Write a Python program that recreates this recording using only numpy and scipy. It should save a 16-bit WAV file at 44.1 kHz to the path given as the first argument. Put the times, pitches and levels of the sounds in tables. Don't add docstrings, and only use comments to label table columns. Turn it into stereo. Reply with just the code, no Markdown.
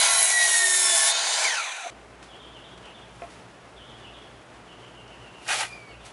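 import sys
import numpy as np
from scipy import signal
from scipy.fft import rfft, irfft, next_fast_len
from scipy.io import wavfile

SR = 44100
rng = np.random.default_rng(int(sys.argv[2]) if len(sys.argv) > 2 else 0)


def bounce(signal):
    frames = np.transpose(np.atleast_2d(signal))
    limited = np.clip(frames, -1, 1)
    pcm = np.round(limited * 32767).astype(np.int16)
    wavfile.write(sys.argv[1], SR, pcm)


N = 269892
TIME = np.arange(N) / SR
CUT_END_S, BRAKE_S, SCENE_CHANGE_S = 1.109, 1.455, 1.903
TOOTH_COUNT = 24

# time_s, tooth_rate_hz
BLADE_SPEED = [(0, 2015), (.135, 2008), (.94, 1746), (1.04, 1750), (1.12, 1800)]
# multiple_of_turn_rate, level_db
DRIVE_PARTIALS = [(9, -45.5), (29, -44), (53, -49.5), (82, -42), (96, -43), (101, -47.5), (108, -42),
                  (120, -41), (132, -40.5), (144, -40)]
def cutting():
    tooth_hz, = in_time(BLADE_SPEED)
    tooth_phase = turning(tooth_hz * (1 + 0.000644 * drift(25)))
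    turn_phase = tooth_phase / TOOTH_COUNT
    teeth = tooth_tones(tooth_phase) * (1 + 0.2 * np.sin(turn_phase))
    drive = sum(from_db(db) * tone(k * turn_phase, rough=0.56, flutter_hz=7.57)
                for k, db in DRIVE_PARTIALS)
    load = envelope(0.65, hold_s=0.28, attack_s=2.2, release_s=0.2)
    armature = from_db(-48.5) * load * tone(5 * turn_phase, rough=0.2, flutter_hz=8)
    cut = teeth + drive + armature + rasp(tooth_phase, turn_phase) + squeal(turn_phase)
    return cut * until(CUT_END_S, fade_s=0.035)


TOOTH_HARMONICS = [-36.5, -35.5, -36]
# start_s, hold_s, harmonic, level_db
TOOTH_BITES = [(0.339, 0.11, 1, -26), (.53, 0.028, 1, -27), (0.621, 0.035, 1, -26), (0.705, 0.029, 1, -31),
               (0.852, 0.029, 3, -32), (0.899, .03, 2, -30), (0.996, .04, 1, -33.5)]
def tooth_tones(tooth_phase):
    tones = 0
    for k, steady_db in enumerate(TOOTH_HARMONICS, 1):
        bites = sum(from_db(db) * envelope(start_s, hold_s, attack_s=0.09, release_s=0.13)
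                    for start_s, hold_s, harmonic, db in TOOTH_BITES if harmonic == k)
        tones += (from_db(steady_db) + bites) * tone(k * tooth_phase, rough=0.25, flutter_hz=29)
    return tones


# time_s, relative_db
RASP_CURVE = [(0.0, -26.5), (0.214, -28.5), (0.25, -22.5), (0.372, -29.5), (0.572, -24), (0.612, -28),
              (0.752, -24), (1.1, -25.5)]
# frequency_hz, density_db
RASP_SPECTRUM = [(880, -23.5), (1500, -22.5), (1900, -13.5), (2150, -5.5), (2750, -18.5), (3300, -18.5),
                 (3700, -9.5), (4400, -12.5), (5000, -9), (5900, -8), (6600, 2.5), (7500, 0.5), (8100, 1.5),
                 (8800, 1), (9300, 0.5), (10600, 5), (11200, -9)]
def rasp(tooth_phase, turn_phase):
    level_db, = in_time(RASP_CURVE)
    strokes = (1 + 0.79 * np.sin(tooth_phase)) * (1 + 0.15 * np.sin(turn_phase))
    torn = tearing(turn_phase, blows_db=0, grain_hz=1.68)
    return from_db(level_db + 2) * shaped(torn * strokes, RASP_SPECTRUM)


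# frequency_hz, density_db
SQUEAL_SPECTRUM = [(8800, -23), (9700, -9), (10300, -1.5), (10800, 7), (11300, -36)]
def squeal(turn_phase, fade_db_per_s=7):
    throb = 1 + 0.3 * np.sin(2 * turn_phase) + 0.42 * np.sin(4 * turn_phase)
    torn = tearing(turn_phase, blows_db=6, grain_hz=2.5)
    level = from_db(-27 - fade_db_per_s * TIME) + rubbing()
    return level * shaped(torn * throb, SQUEAL_SPECTRUM)


# frequency_hz, side_minus_mid_db
SAW_SIDE = [(60, -12.5), (130, -17.5), (270, -18), (570, -18.5), (1200, -13), (2550, -7.5), (5390, -6),
            (11400, -7.5)]
def tearing(turn_phase, blows_db, grain_hz):
    blend = 0.45 * drift(grain_hz)
    blows = [np.cos(blend) * tooth_blows(turn_phase) + np.sin(blend) * tooth_blows(turn_phase)
             for _ in range(2)]
    chips = casing(grains(per_s=27000, spread_db=9), t60_s=0.0937, wet=1)
    return spread(from_db(blows_db) * np.array(blows) + chips, SAW_SIDE)


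def tooth_blows(turn_phase, points=2048, harmonics=170):
    partials = rng.uniform(0.4, 1.4, harmonics) ** 2 * np.exp(2j * np.pi * rng.random(harmonics))
    pattern = irfft(np.append(0, partials), points)
    angles = np.linspace(0, 2 * np.pi, points, endpoint=False)
    return rms_one(np.interp(turn_phase, angles, pattern, period=2 * np.pi))


# start_s, hold_s, relative_db
KERF_RUBS = [(.195, .04, -27), (.955, 0.017, -35), (1.03, 0.0078, -37)]
def rubbing():
    return sum(from_db(db) * envelope(start_s, hold_s, attack_s=0.2, release_s=0.087)
               for start_s, hold_s, db in KERF_RUBS)


# pitch_hz, relative_db
PINCH_MODES = [(5760, -45), (7020, -38), (7488, -42), (8016, -44.5), (8737, -38.5), (8893, -42),
               (9615, -41), (10255, -45), (10497, -38)]
def pinched_blade(deep_s=0.8, shriek_hz=10560):
    modes = sum(from_db(db) * tone(2 * np.pi * hz * TIME, rough=1.2, flutter_hz=17.8)
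                for hz, db in PINCH_MODES)
    depth = envelope(deep_s, CUT_END_S - deep_s, attack_s=3.03, release_s=0.15)
    shriek = rubbing() * tone(2 * np.pi * shriek_hz * TIME, rough=1.2, flutter_hz=90)
    return from_db(1.5) * depth * modes + from_db(-2) * shriek


# time_s, roar_relative_db, air_relative_db
MOTOR_CURVE = [(0.0, -32, -30), (0.032, -27.5, -29), (0.288, -36, -39.5), (0.314, -33, -34),
               (0.348, -39, -40), (0.406, -35, -32.5), (0.692, -37, -38.5), (1.086, -33.5, -33),
               (1.1, -33.5, -33)]
def motor():
    roar_db, air_db = in_time(MOTOR_CURVE)
    return housing_roar(roar_db) + air_rush(air_db) + blade_ring(roar_db)


# frequency_hz, density_db
ROAR_SPECTRUM = [(60, -63), (150, -34), (280, -22.5), (450, -12), (660, -0.5), (1000, 3), (1250, -6),
                 (1550, 0), (2300, -5), (3200, -13.5), (6000, -17), (11000, -42.5)]
def housing_roar(cut_db, rise_db_per_s=10):
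    level = from_db(cut_db + 0.5 + rise_db_per_s * free_run_s() + 0.9 * drift(40))
    roar = shaped(casing(noise(SAW_SIDE), t60_s=0.06, wet=0.36), ROAR_SPECTRUM)
    return level * speed_left() ** 1.45 * roar


# frequency_hz, density_db
RUSH_SPECTRUM = [(1200, -29), (2000, -5), (2800, 0.5), (3300, -2.5), (3800, -2), (4200, 2.5), (4600, 0.5),
                 (5100, -0.5), (5800, 0), (6400, 3), (7000, 0.5), (7500, -3), (7900, -2.5), (9000, -4.5),
                 (11000, -7.5)]
# frequency_hz, density_db
GUARD_SPECTRUM = [(1200, -2.5), (1900, -9), (2400, 8), (3150, -6), (3500, 0.5), (3900, 3), (4400, -5.5),
                  (4950, -14), (5500, -14), (5850, -1), (6150, 4), (6700, -3.5), (7600, -5), (9200, -9.5),
                  (11000, -11.5)]
def air_rush(cut_db, rise_db_per_s=7):
    rush = shaped(casing(noise(SAW_SIDE), t60_s=0.075, wet=0.76), RUSH_SPECTRUM)
    hollow = from_db(0.5) * shaped(noise(SAW_SIDE), GUARD_SPECTRUM)
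    rush_share = until(1.563, fade_s=0.15)
    air = np.sqrt(rush_share) * rush + np.sqrt(1 - rush_share) * hollow
    chip_stream_db = 2.5 * until(CUT_END_S, fade_s=0.04)
    level = from_db(cut_db + 4.5 + chip_stream_db + rise_db_per_s * free_run_s() + 0.97 * drift(60))
    return level * speed_left() ** 1.42 * air


# pitch_hz, width_hz, relative_db
STEEL_MODES = [(672.6, 41, -39.5), (1093, 22, -41.5), (1382, 8.7, -42.5), (2214, 30, -39.5),
               (2540, 13, -41.5), (2855, 16, -43), (3086, 20.06, -40.5), (3420, 16, -43.5),
               (3644, 16, -42.5), (3800, 19.7, -45), (3850, 20, -40.5), (4020, 16, -39.5),
               (4770, 16, -47.5), (5538, 20.2, -38.5), (6010, 27.7, -48), (6526, 40, -43)]
def blade_ring(roar_db, fade_db_per_s=27.5, exit_hz=3640):
    steel = sum(from_db(db) * tone(2 * np.pi * hz * TIME, rough=1.5, flutter_hz=width_hz / 2)
                for hz, width_hz, db in STEEL_MODES)
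    steel_db = roar_db + 31.5 - fade_db_per_s * np.maximum(TIME - CUT_END_S, 0)
    exit_level = from_db(-29) * envelope(CUT_END_S, 0, attack_s=0.3, release_s=1.26)
    exit_note = tone(2 * np.pi * exit_hz * TIME, rough=0.404, flutter_hz=12)
    return from_db(steel_db) * steel + exit_level * exit_note


def fan(start_hz=4330, rise_hz_per_s=1900):
    phase = turning((start_hz + rise_hz_per_s * free_run_s()) * speed_left())
    lower = tone(phase, rough=5.2, flutter_hz=300)
    upper = from_db(0.5) * tone(1.52 * phase, rough=6, flutter_hz=405)
    level = from_db(-36) * envelope(CUT_END_S, BRAKE_S - CUT_END_S, attack_s=0.25, release_s=0.4)
    return level * (lower + upper)


# centre_hz, width_hz, gain_db
HOUSING_RESONANCES = [(684, 40, 14), (1212, 240, -6.5)]
def brake(start_hz=2304):
    hz = start_hz * speed_left()
    phase = turning(hz * (1 + 0.03 * drift(200)))
    gears = from_db(-4) * tone(1.78 * phase, rough=1.6, flutter_hz=110)
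    gears += from_db(-8) * tone(3.2 * phase, rough=2.3, flutter_hz=250)
    gears *= until(2.02, fade_s=0.17) * (1 - until(1.475, fade_s=0.08))
    housing_db = sum(db / (1 + (2 * (hz - centre_hz) / width_hz) ** 2)
                     for centre_hz, width_hz, db in HOUSING_RESONANCES)
    whine = from_db(housing_db) * tone(phase, rough=0.8, flutter_hz=110)
    level = from_db(-28.5) * envelope(BRAKE_S, 0, attack_s=0.18, release_s=1.3)
    return casing(level * (whine + gears), t60_s=0.072, wet=0.53)


def free_run_s():
    return np.clip(TIME, CUT_END_S, BRAKE_S) - CUT_END_S


def speed_left(quarter_speed_s=0.49):
    return 1 / (1 + np.maximum(TIME - BRAKE_S, 0) / quarter_speed_s) ** 2


def casing(x, t60_s, wet):
    t = TIME[:SR // 8]
    tail = rng.standard_normal((1, len(t))) * from_db(-60 * t / t60_s)
    return x + wet * signal.fftconvolve(x, tail / np.sqrt(np.sum(tail ** 2)), axes=1)[:, :N]


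# time_s, relative_db
SOLE_CURVE = [(5.36, -69), (5.448, -53.5), (5.472, -47), (5.482, -35.5), (5.528, -27), (5.576, -32),
              (5.61, -28.5), (5.704, -54), (6.0, -79)]
# start_s, hold_s, level_db, attack_s, release_s
BOARD_SLIDES = [(3.143, 0.21, -56.5, .28, .8), (6.059, .005, -42.5, .09, .24)]
# frequency_hz, density_db
SAND_SPECTRUM = [(180, -55), (300, -26), (473, -13.5), (518, -16), (650, -5.5), (803, -2.5), (1120, -14),
                 (1250, -4), (1430, -9.5), (1560, -14), (1710, -10), (2050, -6), (5330, -12), (9630, -14.5),
                 (11200, -12.5), (14600, -47), (22000, -120)]
# frequency_hz, side_minus_mid_db
SCUFF_SIDE = [(60, -24), (170, -14), (490, -17), (1400, -11), (3990, 1), (11400, 1)]
def scuff():
    sole_db, = in_time(SOLE_CURVE)
    start_s, end_s = SOLE_CURVE[0][0], SOLE_CURVE[-1][0]
    sole = from_db(sole_db + 5) * envelope(start_s, end_s - start_s, attack_s=0.2, release_s=0.2)
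    slides = sum(from_db(db) * envelope(s, hold_s, attack_s, release_s)
                 for s, hold_s, db, attack_s, release_s in BOARD_SLIDES)
    sand = spread(grains(per_s=11000, spread_db=1), SCUFF_SIDE) * from_db(0.73 * drift(130))
    return (sole + slides) * shaped(sand, SAND_SPECTRUM) + sole_ring()


# pitch_hz, relative_db, t60_s
SOLE_MODES = [(880, 1.5, 0.062), (1360, -20, 0.033), (1586, 14, 0.022), (1900, 10.5, 0.022),
              (2460, 6, 0.025), (2720, 3, 0.026), (2880, -2, 0.028)]
def sole_ring():
    slips = spread(grains(per_s=2300, spread_db=2.5), SCUFF_SIDE)
    modes = [(hz, from_db(db) * ring(slips, hz, t60_s)) for hz, db, t60_s in SOLE_MODES]
    body = sum(pressure(hz) * mode for hz, mode in modes) / np.std(sum(mode for _, mode in modes))
    return colour(body, [(150, -65), (300, -31), (700, -3.5), (3000, 0.5), (6000, -17), (6600, -77)])


# start_s, hold_s, relative_db, tilt_db_per_octave
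SOLE_PUSHES = [(5.468, .003, -39, -7), (5.489, 0.017, -28, 4), (5.517, 0.017, -26, -7),
               (5.606, .005, -27.5, -10), (5.633, .005, -34, 12)]
def pressure(hz, pivot_hz=1586):
    octaves = np.log2(hz / pivot_hz)
    return sum(from_db(db + tilt * octaves) * envelope(start_s, hold_s, attack_s=0.034, release_s=0.1)
               for start_s, hold_s, db, tilt in SOLE_PUSHES)


# start_s, relative_db
BOARD_KNOCKS = [(3.2205, -31.5), (3.2285, -52), (3.2365, -38)]
# pitch_hz, relative_db, t60_s
BOARD_MODES = [(527, -12, 0.087), (618, -8, .05), (690, -1, 0.09), (1070, -11.5, 0.066), (1324, -11, 0.068),
               (1720, -11, .025), (2040, -9, .03), (2410, -7.5, 0.038)]
def boards():
    clicks = np.zeros(N)
    for start_s, db in BOARD_KNOCKS:
        clicks[int(start_s * SR)] = from_db(db)
    wood = sum(from_db(db) * ring(clicks, hz, t60_s) for hz, db, t60_s in BOARD_MODES)
    wood = colour(wood, [(150, -24), (480, -0.5)])
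    return wood + from_db(-6) * echoes(wood, t60_s=0.16)


# start_s, level_db, centre_hz, t60_s
GRIT_CRACKS = [(2.227, -44.5, 2600, 0.22), (2.776, -43, 2800, .05), (2.856, -45.5, 5240, 0.028),
               (3.30, -50.5, 2400, 0.61), (5.078, -47, 5200, .025), (5.466, -42, 2000, .025),
               (5.481, -28, 7000, 0.02), (5.4895, -28, 2460, 0.056), (6.063, -57, 6000, .1)]
def grit():
    crackle = spread(grains(per_s=7800, spread_db=4), YARD_SIDE)
    cracks = 0
    for start_s, db, hz, t60_s in GRIT_CRACKS:
        level = from_db(db - 60 * np.maximum(TIME - start_s, 0) / t60_s) * (TIME >= start_s)
        cracks += level * shaped(crackle, [(hz / 5, -12), (hz, 0), (11000, -14)])
    return cracks


def near_bird(start_s=5.67, hold_s=0.26, start_hz=2450, sag_hz_per_s=950, fade_db_per_s=9):
    age_s = np.clip(TIME - start_s, 0, 2 * hold_s)
    phase = turning((start_hz - sag_hz_per_s * age_s) * (1 + 0.012 * drift(114)))
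    overtone = 0.15 * tone(2 * phase, rough=2, flutter_hz=90)[0]
    held = envelope(start_s, hold_s, attack_s=0.08, release_s=0.15)
    swell = from_db(-41) * envelope(5.728, hold_s=0.0089, attack_s=0.08, release_s=0.059)
    level = from_db(-49 - fade_db_per_s * age_s + 2.9 * drift(30)) * held + swell
    whistle = level * (np.sin(phase) + overtone)
    return whistle + 0.4 * echoes(whistle, t60_s=0.25)


# start_s, first_pitch_hz, first_relative_db, second_relative_db
TWO_NOTE_CALLS = [(2.282, 3650, -48, -45.5), (2.523, 3535, -47, -48), (2.823, 3400, -47, -48.5),
                  (3.76, 3690, -47.5, -48), (4.018, 3380, -46, -47), (5.888, 3210, -51, -54)]
def far_birds():
    warble = 1 + 0.0395 * drift(182)
    song = np.zeros(N)
    for start_s, hz, first_db, second_db in TWO_NOTE_CALLS:
        song += from_db(first_db) * chirp(start_s, warble, length_s=0.069, start_hz=hz, fall=0.23)
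        song += from_db(second_db) * chirp(start_s + 0.114, warble, length_s=0.05, start_hz=3645, fall=0.14)
    for k in range(6):
        note = chirp(4.657 + 0.136 * k, warble, length_s=0.093, start_hz=3250 - 44 * k, fall=0.135)
        song += from_db(-52) * note
    return from_db(-2) * song + from_db(2.5) * echoes(song, t60_s=0.85)


def chirp(start_s, warble, length_s, start_hz, fall):
    progress = np.linspace(0, 1, int(length_s * SR))
    span = int(start_s * SR) + np.arange(len(progress))
    hz = start_hz * (1 - fall + fall * (1 - progress) ** 1.4) * warble[span]
    note = np.zeros(N)
    note[span] = np.sin(turning(hz)) * np.sqrt(np.abs(np.sin(np.pi * progress)))
    return note


# pitch_hz, level_db
HUM_PARTIALS = [(58.3, -59.5), (118.5, -62.5), (177, -66.5)]
def air_conditioner():
    hum = 0
    for hz, db in HUM_PARTIALS:
        partial = np.sin(2 * np.pi * hz * TIME + 0.55 * drift(2.4))
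        hum += from_db(db) * rms_one(partial * (1 + 0.46 * drift(6.7)))
    return hum


# frequency_hz, density_db
TRAFFIC_SPECTRUM = [(15, -48), (25, -31), (44, -20), (64, -13), (81, -15), (119, -1.5), (146, -10),
                    (426, -6), (509, -9), (657, -7), (1490, -13), (2360, -17.5), (2970, -18.5),
                    (3930, -24.5), (11200, -34.5), (14600, -69), (22000, -120)]
# frequency_hz, side_minus_mid_db
YARD_SIDE = [(60, -28), (140, -17), (350, -10), (830, -5), (1980, -2), (4760, 0), (11400, 0.5)]
def traffic():
    return from_db(-46.79 + 0.81 * drift(18)) * shaped(noise(YARD_SIDE), TRAFFIC_SPECTRUM)


def echoes(x, t60_s):
    t = TIME[:SR]
    tail = rng.standard_normal((2, len(t))) * from_db(-60 * t / t60_s)
    tail /= np.sqrt(np.sum(tail ** 2, axis=1, keepdims=True))
    return spread(signal.fftconvolve(x[None], tail, axes=1)[:, :N], YARD_SIDE)


def from_db(db):
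    return 10 ** (np.asarray(db) / 20)


def rms_one(x):
    return x / np.sqrt(np.mean(x ** 2) + 1e-20)


def in_time(rows):
    time_s, *columns = np.transpose(rows)
    return [np.interp(TIME, time_s, column) for column in columns]


def turning(hz):
    return 2 * np.pi * np.cumsum(hz) / SR


def until(end_s, fade_s):
    return np.clip(0.5 + (end_s - TIME) / fade_s, 0, 1)


def envelope(start_s, hold_s, attack_s, release_s):
    before = np.maximum(start_s - TIME, 0) / attack_s
    after = np.maximum(TIME - start_s - hold_s, 0) / release_s
    return from_db(-60 * (before + after))


def colour(x, spectrum, share=1):
    hz, db = np.transpose(spectrum)
    size = next_fast_len(N)
    bins_hz = np.maximum(np.fft.rfftfreq(size, 1 / SR), 1)
    gain = from_db(share * np.interp(np.log(bins_hz), np.log(hz), db))
    return irfft(rfft(x, size) * gain, size)[..., :N]


def shaped(x, spectrum):
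    (low_hz, low_db), (high_hz, high_db) = spectrum[0], spectrum[-1]
    return rms_one(colour(x, [(low_hz / 2, low_db - 40), *spectrum, (high_hz * 1.1, high_db - 60)]))


def drift(rate_hz, step=20, settle=2000):
    pole = np.exp(-2 * np.pi * rate_hz * step / SR)
    white = rng.standard_normal(N // step + settle + 2)
    slow = signal.lfilter([1], [1, -2 * pole, pole * pole], white)[settle:]
    return np.interp(np.arange(N) / step, np.arange(len(slow)), rms_one(slow))


def spread(pair, width):
    side = colour(pair[1], width)
    return np.array([pair[0] + side, pair[0] - side])


def noise(width):
    return spread(rng.standard_normal((2, N)), width)


def ring(x, hz, t60_s):
    radius, angle = from_db(-60 / (t60_s * SR)), 2 * np.pi * hz / SR
    return signal.lfilter([0, np.sin(angle)], [1, -2 * radius * np.cos(angle), radius ** 2], x + 1e-18)


def grains(per_s, spread_db):
    sizes = from_db(spread_db * np.minimum(rng.exponential(1, (2, N)), 4))
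    signs = rng.choice([-1, 1], (2, N))
    return rms_one(sizes * signs * (rng.random((2, N)) < per_s / SR))


def tone(phase, rough, flutter_hz):
    mid = np.sin(phase) * (1 + rough * drift(flutter_hz)) + np.cos(phase) * rough * drift(flutter_hz)
    side = np.sin(phase + drift(2.2)) * 0.16 * drift(4.5)
    return rms_one(np.array([mid + side, mid - side]))


def placed(x, lean):
    return np.array([colour(x[0], lean, share=0.35), colour(x[1], lean, share=-0.73)])


# frequency_hz, leftward_relative_db
SAW_LEAN = [(60, 1.5), (130, 1.5), (270, -1), (570, -0.5), (1200, -1), (2550, -3.5), (5390, 1),
            (11400, -1.5)]
# frequency_hz, leftward_relative_db
SCUFF_LEAN = [(60, 0.0), (220, -0.5), (830, -1.2), (3070, -2.0), (11400, 0.27)]
def scene():
    saw = placed(cutting() + pinched_blade() + motor() + fan() + brake(), SAW_LEAN)
    background = air_conditioner() + traffic() + far_birds() + near_bird()
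    path = background + boards() + grit() + placed(scuff(), SCUFF_LEAN)
    at_saw = until(SCENE_CHANGE_S, fade_s=0.0023)
    return at_saw * saw + (1 - at_saw) * path


def record(dry):
    cutoff_hz = 11020
    return signal.sosfilt(signal.ellip(12, 0.1, 80, cutoff_hz, fs=SR, output="sos"), dry)


dry = scene()
out = record(dry)
bounce(out)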